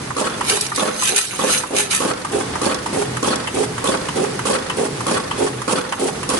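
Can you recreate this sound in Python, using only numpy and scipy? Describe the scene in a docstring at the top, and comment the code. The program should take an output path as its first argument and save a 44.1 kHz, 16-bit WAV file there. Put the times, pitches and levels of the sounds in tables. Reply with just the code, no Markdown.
"""A fin press stamps aluminium strip in a large workshop, heard on a phone carried from strip to feed.
Every turn plays the same groove, down and back: the latch knocks, blows thud in the heavy body and
clank in the steel tooling, an air valve puffs, and the feed drive groans as it slows.
At first the thin strip crinkles and snaps close by; loose parts ping, and later the die cracks sharply.
Motors rumble underneath and the hall smears it all."""
import sys
import numpy as np
from scipy import signal
from scipy.fft import rfft, irfft, next_fast_len
from scipy.io import wavfile
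from scipy.ndimage import uniform_filter1d

SR = 44100
rng = np.random.default_rng(int(sys.argv[2]) if len(sys.argv) > 2 else 0)


def file_out(sig):
    """Save sig as 16-bit WAV at sys.argv[1]."""
    # one column per channel
    cols = np.atleast_2d(sig).T
    # limit, then scale
    lim = np.clip(cols, -1, 1)
    pcm = np.round(lim * 32767).astype(np.int16)
    wavfile.write(sys.argv[1], SR, pcm)


N = 281799
TIME = np.arange(N) / SR
RING = 6144  # samples in one hit
TURN_S, FIRST_TURN_S = .6125, .1023
TURNS = FIRST_TURN_S + TURN_S * np.arange(-1, N / SR / TURN_S)  # start of each turn
TOP_HZ = 11400
# fader rides: (level/dB beside the strip, level/dB beside the feed)
DOWN_DB, BACK_DB = (-2, -0.5), (-4, 1)
TREBLE_DB, DRIVE_DB, WORKSHOP_DB = (-4.5, 2), (-13.5, 3.5), (-6.5, 1)

# how near the phone is to the feed: (t/s, nearness 0-1)
NEARNESS = [(0, 0.88), (.5, 0.6), (1.15, 0.2), (1.75, 0.16), (2.399, 0.91), (3.3, 1), (6.39, 0.91)]
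# tone curves of the sources: (f/Hz, level/dB)
WORKSHOP_EQ = [(15, -61), (25, -14.5), (85, 0.5), (151, 4.5), (410, 1), (587, -9), (1030, -6.5),
               (2010, -10.5), (2340, -13.5), (3110, -16), (4020, -17), (4810, -15.5), (6540, -20),
               (10100, -19.5), (11500, -65), (15000, -68), (22000, -120)]
STEEL_EQ = [(200, -35), (500, 3), (800, 3.5), (1300, 2.5), (1700, 2.5), (2400, -4.5), (3100, -3.5),
            (4000, -8), (8000, -48)]
CLICK_EQ = [(800, -12), (2000, 14.5), (3300, 5), (4500, 7), (6500, 3), (8500, 0.5), (10300, 9),
            (11500, -28)]
AIR_EQ = [(800, -51), (2500, 4.5), (4500, 2), (7000, 3.5), (9000, 6), (10300, 7.5), (11500, -18.5)]
STRIP_EQ = [(590, -31), (1000, -6), (1310, 4), (2000, -4), (2560, 1), (3420, -1.5), (3910, 0), (4700, -1),
            (6200, -3.5), (7100, -3.5), (8200, -3), (9400, -3.5), (10300, 0.5), (10900, 1), (11800, -22.5)]
# resonances of the parts: (f/Hz, width/Hz, level/dB)
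LATCH_MODES = [(903, 150, 4), (1006, 95, 4.5), (1186, 89, 5.5), (1330, 110, -1), (1527, 70, -1.5),
               (1950, 260, 2)]
LATCH_PING_MODES = [(1950, 170, 8), (2700, 100, 11), (2980, 63, 11), (3140, 84, 7)]
FRAME_MODES = [(122.8, 12, -8), (178, 36, -2.5), (217, 27, 0), (273, 63, 1), (318, 27, 2), (412, 55, 0),
               (518, 46, 3)]
TOOLING_MODES = [(764, 31, 5), (910, 74, -1.5), (1119, 59, 5.5), (1310, 57, 3), (1468, 30, 3),
                 (1960, 90, -18), (2500, 35, 2.5), (3430, 30, 11.5), (4440, 45, 2.5)]
FEED_TABLE_MODES = [(159, 15, -4), (224, 21, 0), (270, 23, 2.5), (360, 40, 0), (409.6, 24, 7),
                    (518, 62, 0.5)]
HOUSING_MODES = [(119.3, 23, 4.5), (158, 28, -1), (413, 41, -2.5)]
STRIP_MODES = [(6190, 140, 10), (8250, 130, 8.5), (8540, 120, 4), (10080, 58, -4), (10360, 110, 1)]
DIE_MODES = [(3420, 90, 10), (4400, 100, -1), (5470, 350, 3), (6800, 270, 0.5), (8250, 350, 1),
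             (10260, 430, 4)]
# latch landings, every half turn: (t/s, knock level/dB, knock f/Hz, ping level/dB, tick level/dB)
LATCH_HITS = [(0.1032, -16, 1250, -52, -31), (0.4076, -11, 1210, -26, -20.5), (.7165, -14, 1260, -44, -30),
              (1.0202, -13.5, 1130, -30, -28), (1.33, -23.5, 1250, -49, -33),
              (1.6342, -15.5, 1250, -42, -36), (1.9335, -19.5, 1100, -32, -30),
              (2.246, -14, 1100, -45, -21.5), (2.553, -14, 1300, -40, -25), (2.859, -14.5, 1150, -32, -20),
              (3.167, -16, 1350, -30, -20), (3.4713, -19, 1040, -19, -24.5), (3.7785, -16, 1250, -29, -24),
              (4.0845, -16.5, 1010, -23, -21.5), (4.3906, -16, 1250, -28, -23),
              (4.697, -14.5, 1050, -19, -21), (5.0035, -18, 1290, -40, -22),
              (5.3097, -13.5, 1000, -20, -25), (5.616, -18.5, 1280, -36, -23),
              (5.922, -12.5, 1000, -21, -21.5), (6.2286, -19, 1320, -26, -24)]
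# blows of the working and the return stroke:
# (t/s into the turn, thud level/dB, clank level/dB, clank f/Hz, click level/dB, click f/Hz, click t60/s)
DOWN_BLOWS = [(.063, -10, -12.5, 910, -21, 6700, 0.03), (.078, -14.5, -13.5, 1110, -23, 3000, 0.035),
              (.093, -10, -13, 1000, -23.5, 3230, 0.021), (.108, -5.5, -14, 720, -20, 7000, 0.032),
              (.116, -9, -14, 1090, -22.5, 6000, 0.028), (.139, -16, -20.5, 1030, -25.5, 3500, 0.11),
              (.161, -20, -15, 1080, -24, 3500, 0.04), (.168, -13.5, -15.5, 1120, -22, 3000, 0.04)]
BACK_BLOWS = [(.378, -19, -26.5, 700, -28.5, 9000, 0.062), (.394, -17.5, -21.5, 800, -26, 2500, 0.036),
              (.405, -7.5, -16, 650, -34, 2700, 0.019), (.419, -11, -18.5, 700, -40, 2980, 0.033),
              (.441, -13.5, -22, 704, -43, 3000, 0.034), (.462, -18, -17, 900, -22.5, 7560, 0.02),
              (.469, -18, -14, 860, -23, 2200, 0.02)]
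# how hard each turn strikes, in order: (working stroke level/dB, return stroke level/dB)
ACCENTS = [(0, 5), (-2, -8.5), (0, -0.5), (-1, 2.5), (-1, 0.5), (-1, 1.5), (0.5, 1), (-0.5, 2), (0.5, 2),
           (-0.5, 1), (0.5, 2), (-1, 6)]
# air valve puffs: (t/s into the turn, attack/s, length/s, level/dB, change over the puff/dB)
PUFFS = [(0.069, 0.0052, 0.12, -27.5, -4.5), (0.373, 0.0098, 0.122, -33.5, 3.5)]
# feed drive groans: (t/s into the turn, length/s, starting f/Hz, fall/(octaves/s), level/dB)
GROANS = [(.385, 0.087, 440.1, 1.0, -18.5), (.49, 0.164, 151.8, 2.58, -33.5)]
# flexes of the strip: (t/s when fully bent, rise/s, hold/s, level/dB, decay/(dB/s))
FLEXES = [(0.496, 0.041, 0.01, -16, 140), (0.616, 0.024, 0.026, -26, 217), (0.758, 0.026, 0.034, -27, 108),
          (1.043, 0.081, 0.051, -19, 228), (1.163, 0.016, 0.014, -16.5, 150),
          (1.44, 0.73, 0.042, -30, 99.5), (1.521, 0.1, 0.026, -17, 180), (1.772, 0.027, 0.036, -18.5, 242),
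          (1.913, 0.016, 0.034, -18.5, 164)]
# one-shots from the strip, loose steel parts and the die: (t/s, level/dB, f/Hz)
STRIP_SNAPS = [(0.4978, 0.5, 6100), (0.6096, 0, 8000), (0.665, -9.5, 5000), (0.7593, -4, 8040),
               (.794, -8, 3500), (1.022, -11, 7000), (1.035, -6, 9000), (1.054, -3, 8160),
               (1.073, -4, 9000), (1.09, -3, 9000), (1.161, 2, 7500), (1.179, 1, 7500), (1.5271, -2, 9000),
               (1.556, -12, 9000), (1.582, -6, 7530), (1.764, -2, 7000), (1.784, -1, 8000),
               (1.802, -4, 7450), (1.909, -7, 6940), (1.947, -2, 7000), (1.962, -4, 7950)]
LOOSE_PINGS = [(.797, -18, 3480), (1.41, -22, 3450), (2.655, -22, 4400), (3.283, -22, 3400),
               (3.312, -22, 4300), (3.872, -18, 3450)]
DIE_CRACKS = [(2.618, -18, 7530), (2.655, -13, 4400), (2.745, -12, 6500), (3.23, -16, 6950),
              (3.358, -11.5, 6400), (3.842, -14, 8470), (3.873, -13, 7500), (4.459, -16, 8040),
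              (5.067, -13.5, 8340), (6.291, -11, 7420)]
# stereo width at the two microphone ports: (f/Hz, side minus mid level/dB)
WIDTH = [(60, -19), (130, -24.5), (190, -15), (350, -5.5), (620, 2.5), (1120, -5), (2020, 0), (11000, 0)]
# where press and strip sit in the image: (f/Hz, left minus right level/dB)
PRESS_PAN = [(350, 0.5), (620, -5), (1120, -2), (2020, 1.5), (3620, -0.5), (6500, -5), (11000, -2)]
STRIP_PAN = [(620, 17), (1120, 0.5), (2020, -8), (3620, -6), (6500, -3.5), (11700, 5.5)]


def undb(db):
    """Decibels to gain."""
    return np.exp(np.asarray(db) * (np.log(10) / 20))


def unit(x):
    """Scale every row to rms 1."""
    return x / np.sqrt(np.mean(x ** 2, axis=-1, keepdims=True))


def freqs():
    """Frequency grid of the filter curves."""
    return np.maximum(np.fft.rfftfreq(RING, 1 / SR), 1)


def colour(points):
    """EQ curve through (f/Hz, level/dB) points."""
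    hz, db = np.transpose(points)
    return undb(np.interp(np.log(freqs()), np.log(hz), db))


def resonances(modes):
    """EQ curve of (f/Hz, width/Hz, level/dB) modes."""
    f = freqs()
    powers = (undb(db) ** 2 / (1 + ((f * f - hz * hz) / (f * width)) ** 2) for hz, width, db in modes)
    return np.sqrt(sum(powers))


def band(hz, relative_width):
    """One broad peak that focuses a hit."""
    return resonances([(hz, relative_width * hz, 0)])


def plate(depth_db, spacing_hz):
    """The crowded weak modes of a metal plate, as random peaks and dips."""
    heights = np.interp(freqs() / spacing_hz, np.arange(RING), rng.standard_normal(RING))
    return undb(depth_db * np.clip(heights, -2, 1))


def shape(x, gain):
    """Apply an EQ curve at minimum phase, so nothing rings ahead of the attack."""
    cepstrum = irfft(np.log(gain + 1e-9))[:RING // 2]
    cepstrum[1:] *= 2
    response = irfft(np.exp(rfft(cepstrum, RING)))[:RING // 2]
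    size = next_fast_len(x.shape[-1] + RING // 2, True)
    return irfft(rfft(x, size) * rfft(response, size), size)[..., :x.shape[-1]]


def wander(rate_hz):
    """Random modulator: sample and hold, slewed twice."""
    hold = int(SR / rate_hz)
    steps = np.repeat(rng.standard_normal(N // hold + 1), hold)[:N]
    return unit(uniform_filter1d(uniform_filter1d(steps, hold), hold))


def spikes(per_s, weakest, decay_s):
    """Envelope of random triggers, each dying away."""
    triggers = (rng.random(N) < per_s / SR) * rng.uniform(weakest, 1, N)
    return signal.lfilter([1], [1, -np.exp(-1 / (decay_s * SR))], triggers)


def fading(t60, rise_s):
    """Attack and decay of a struck part."""
    t = np.arange(RING) / SR
    return (1 - np.exp(-t / rise_s)) * undb(-60 * t / t60)


def struck(gain, t60, rise_s):
    """One contact: a noise burst rings through a part's resonances."""
    envelope = fading(t60, rise_s)
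    burst = envelope * rng.standard_normal((2, RING))
    return unit(shape(burst, gain)) * np.sqrt(np.mean(envelope ** 2))


def add(out, s, sound):
    """Mix a sound in at s seconds."""
    start = int(s * SR)
    first, end = max(start, 0), min(start + sound.shape[-1], N)
    if end > first:
        out[:, first:end] += sound[:, first - start:end - start]


def near(levels_db):
    """Fader ride for one layer as the phone moves between strip and feed."""
    s, nearness = np.transpose(NEARNESS)
    strip_db, feed_db = levels_db
    return undb(strip_db + (feed_db - strip_db) * np.interp(TIME, s, nearness))


def workshop(bed_db=-30.5, rattle_db=-41):
    """The bed: motors rumble, the workshop hisses, and loose parts rattle faintly."""
    noise = unit(shape(rng.standard_normal((2, N)), colour(WORKSHOP_EQ)))
    bed = noise * undb(bed_db + 1.75 * wander(9.8))
    taps = spikes(per_s=35, weakest=0.13, decay_s=0.016) * rng.standard_normal((2, N))
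    rattle = unit(shape(taps, colour(STEEL_EQ) * np.hypot(1, resonances(TOOLING_MODES))))
    return (bed + rattle * undb(rattle_db)) * near(WORKSHOP_DB)


def latch():
    """The steel feed latch lands with a knock, a bright tick and more or less of a ping."""
    out = np.zeros((2, N))
    body, ping = resonances(LATCH_MODES) * colour(STEEL_EQ), resonances(LATCH_PING_MODES)
    for s, knock_db, hz, ping_db, tick_db in LATCH_HITS:
        add(out, s, undb(knock_db) * struck(body * band(hz, 0.64), t60=0.064, rise_s=.0011))
        add(out, s, undb(ping_db) * struck(ping, t60=0.086, rise_s=0.001))
        add(out, s, undb(tick_db) * struck(colour(AIR_EQ), t60=0.053, rise_s=0.0024))
    return out


def add_blow(out, s, db, gain, envelope, fresh, direct=0, jitter_s=.001, uneven_db=.9):
    """One contact on every turn: a direct push, then scatter, part repeating and part fresh."""
    noise = rng.standard_normal((len(TURNS) + 1, 2, RING))
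    push = unit((noise[0] + fresh * noise[1:]) * envelope)
    push[:, 0, 0] += direct * np.sqrt(RING)  # an impulse in the mid channel
    rings = unit(shape(push, gain)) * np.sqrt(np.mean(envelope ** 2))
    for start, ring in zip(TURNS, rings):
        onset = start + s + jitter_s * rng.standard_normal()
        add(out, onset, undb(db + uneven_db * rng.standard_normal()) * ring)


def stroke(blows, body_modes, presence):
    """Each blow thuds in a heavy body, clanks in the tooling and clicks at the contact."""
    thud, clank, click = np.zeros((3, 2, N))
    body = resonances(body_modes) * resonances([(335, 340, 0)])
    tooling = np.hypot(1, resonances(TOOLING_MODES))
    for s, thud_db, clank_db, clank_hz, click_db, click_hz, t60 in blows:
        steel = tooling * plate(depth_db=7.5, spacing_hz=59.78) * colour(STEEL_EQ) * band(clank_hz, 0.53)
        edge = tooling * plate(depth_db=9, spacing_hz=120) * colour(CLICK_EQ) * band(click_hz, 0.73)
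        add_blow(thud, s, thud_db, body, fading(1.414 * t60, rise_s=0.0018), fresh=0.63, direct=0.65)
        add_blow(clank, s, clank_db, steel, fading(1.47 * t60, rise_s=0.0013), fresh=0.91, direct=0.43)
        add_blow(click, s, click_db, edge, fading(t60, rise_s=0.0008), fresh=2)
    boom = hall(thud, wet_db=-12.5, t60=0.43)
    # the clanks carry far, the thuds are loud only nearby
    return boom * presence + clank * presence ** .2 + click * near(TREBLE_DB)


def air_valve(closing_s=0.012, flutter_db=2.2):
    """A valve puffs twice a turn: the first jet sags as the pressure drops, the second swells."""
    turn_time, flow = (TIME - FIRST_TURN_S) % TURN_S, 0
    for s, opening_s, length, db, change_db in PUFFS:
        age = turn_time - s
        gate = np.clip(age / opening_s, 0, 1) * np.clip((length - age) / closing_s, 0, 1)
        flow = flow + gate * undb(db + change_db * np.clip(age / length, 0, 1))
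    jet = unit(shape(rng.standard_normal((2, N)), colour(AIR_EQ) * plate(depth_db=2.5, spacing_hz=110)))
    return flow * undb(flutter_db * wander(110)) * jet * near(TREBLE_DB)


def rebounds(first_s=.194, gap_s=.040, fade_db=1.5, clank_hz=1580, click_hz=5000, t60=0.04):
    """Three more blows as the tooling bounces after the working stroke, evenly and ever weaker."""
    blows = []
    for k in range(3):
        thud_db, clank_db, click_db = np.array([-28, -23, -25.5]) - k * fade_db
        blows.append((first_s + k * gap_s, thud_db, clank_db, clank_hz, click_db, click_hz, t60))
    return blows


def feed_drive(speed_jitter=0.0897, turn_spread=.02, overtone_db=-12, rough_db=3.5):
    """The slowing drive groans in rough falling tones that swell as they cross its housing's modes."""
    out = np.zeros((2, N))
    unsteady = 1 + speed_jitter * wander(110)
    for s, length, hz, octaves_per_s, db in GROANS:
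        t = np.arange(0, length, 1 / SR)
        swell = undb(db) * signal.windows.tukey(len(t), 0.27)
        for start, speed in zip(TURNS, 1 + turn_spread * rng.standard_normal(len(TURNS))):
            pitch = hz * 2 ** (-octaves_per_s * t) * speed * np.interp(start + s + t, TIME, unsteady)
            angle = 2 * np.pi * np.cumsum(pitch) / SR
            tone = np.exp(1j * angle) + undb(overtone_db) * np.exp(2j * angle)
            add(out, start + s, swell * np.array([tone.imag, tone.real]))  # mid and side in quadrature
    rough = out * undb(rough_db * wander(110))
    return shape(rough, np.hypot(0.4, resonances(HOUSING_MODES))) * near(DRIVE_DB)


def flexing(rise_db=13.5, quiver_db=-40):
    """Each flex builds up, holds and dies away; the strip never rests entirely."""
    power = undb(quiver_db) ** 2
    for s, rise_s, hold_s, db, fall_db_per_s in FLEXES:
        attack_db = rise_db * np.maximum(s - TIME, 0) / rise_s
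        decay_db = fall_db_per_s * np.maximum(TIME - s - hold_s, 0)
        power = power + undb(db - attack_db - decay_db) ** 2
    return np.sqrt(power)


def bending(x, shapes_per_s=30, count=7):
    """The sheet morphs from one bent shape to another, each with its own resonances."""
    shares = np.exp(2 * np.array([wander(shapes_per_s) for _ in range(count)]))
    # a crossfade halfway between equal power and equal gain
    shares /= np.sqrt(np.linalg.norm(shares, axis=0) * np.sum(shares, axis=0))
    return sum(share * shape(x, unit(plate(depth_db=9.5, spacing_hz=110))) for share in shares)


def strip(buckles_per_s=3500, snap_trim_db=-11):
    """Thin aluminium flexes in crinkles, each a swarm of tiny buckles, and now and then snaps through."""
    crinkles = unit(np.sqrt(.1 + spikes(per_s=150, weakest=0.07, decay_s=0.00055)))
    buckles = (rng.random(N) < buckles_per_s / SR) * undb(np.minimum(rng.exponential(size=N), 5))
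    grit = unit(buckles * rng.standard_normal((2, N)) + 0.52 * rng.standard_normal((2, N)))
    push = grit * flexing() * crinkles * undb(-2)
    for s, db, hz in STRIP_SNAPS:
        add(push, s, undb(db + snap_trim_db) * struck(band(hz, 1), t60=0.023, rise_s=0.00055))
    sheet = colour(STRIP_EQ) * np.hypot(1, resonances(STRIP_MODES))
    high_cut = 1 / np.hypot(1, (freqs() / TOP_HZ) ** 20)
    return bending(shape(push, unit(sheet * high_cut)))


def loose_pings(width_hz=70):
    """Each loose steel part rings briefly at its own pitch."""
    out = np.zeros((2, N))
    for s, db, hz in LOOSE_PINGS:
        add(out, s, undb(db) * struck(resonances([(hz, width_hz, 0)]), t60=.07, rise_s=.0008))
    return out


def die_cracks():
    """Short, hard cracks of the die that ring briefly in its high modes."""
    out = np.zeros((2, N))
    for s, db, hz in DIE_CRACKS:
        add(out, s, undb(db) * struck(resonances(DIE_MODES) * band(hz, 0.54), t60=0.011, rise_s=0.00036))
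    return out


def hall(x, wet_db, t60=0.94, treble_t60=0.37, split_hz=2500, build_s=.02):
    """Diffuse reverb of the workshop; the treble dies first."""
    t = np.arange(SR) / SR
    noise = rng.standard_normal((2, SR))
    low = signal.sosfilt(signal.butter(2, split_hz, fs=SR, output="sos"), noise)
    high = signal.sosfilt(signal.butter(2, split_hz, "high", fs=SR, output="sos"), noise)
    tail = (low * 1e-3 ** (t / t60) + high * 1e-3 ** (t / treble_t60)) * np.clip(t / build_s, 0, 1)
    return x + undb(wet_db) * signal.fftconvolve(x, unit(tail) / np.sqrt(SR), axes=1)[:, :N]


def ports(x, pan):
    """Mid and side to left and right: the bass reaches both microphone ports alike."""
    mid, side = x[0], shape(x[1], colour(WIDTH))
    lean = np.sqrt(colour(pan)) ** np.clip(freqs() / 150 - 1, 0, 1)  # centred below 150 Hz
    return np.array([shape(mid + side, lean), shape(mid - side, 1 / lean)])


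def scene(dip_s=1.232, dip_half_width_s=0.084, dip_db=-7):
    """The mix: press and workshop, whose level dips briefly, and the nearly dry strip up close."""
    down, back = undb(ACCENTS)[np.searchsorted(TURNS, TIME) - 1].T  # held through each turn
    press = stroke(DOWN_BLOWS + rebounds(), FRAME_MODES, down * near(DOWN_DB))
    press += stroke(BACK_BLOWS, FEED_TABLE_MODES, back * near(BACK_DB))
    press += latch() + air_valve() + feed_drive() + die_cracks() + loose_pings()
    dip = undb(dip_db * np.exp(-((TIME - dip_s) / dip_half_width_s) ** 4))
    machine = dip * (undb(-2.5) * hall(press, wet_db=-13) + workshop())
    return ports(machine, PRESS_PAN) + ports(hall(strip(), wet_db=-30), STRIP_PAN)


def record(dry):
    """The phone rounds the sharpest peaks and cuts the top."""
    soft_clipped = dry / (1 + (dry / .72) ** 6) ** (1 / 6)
    return signal.sosfilt(signal.ellip(8, .2, 80, TOP_HZ, fs=SR, output="sos"), soft_clipped)


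dry = scene()
out = record(dry)
file_out(out)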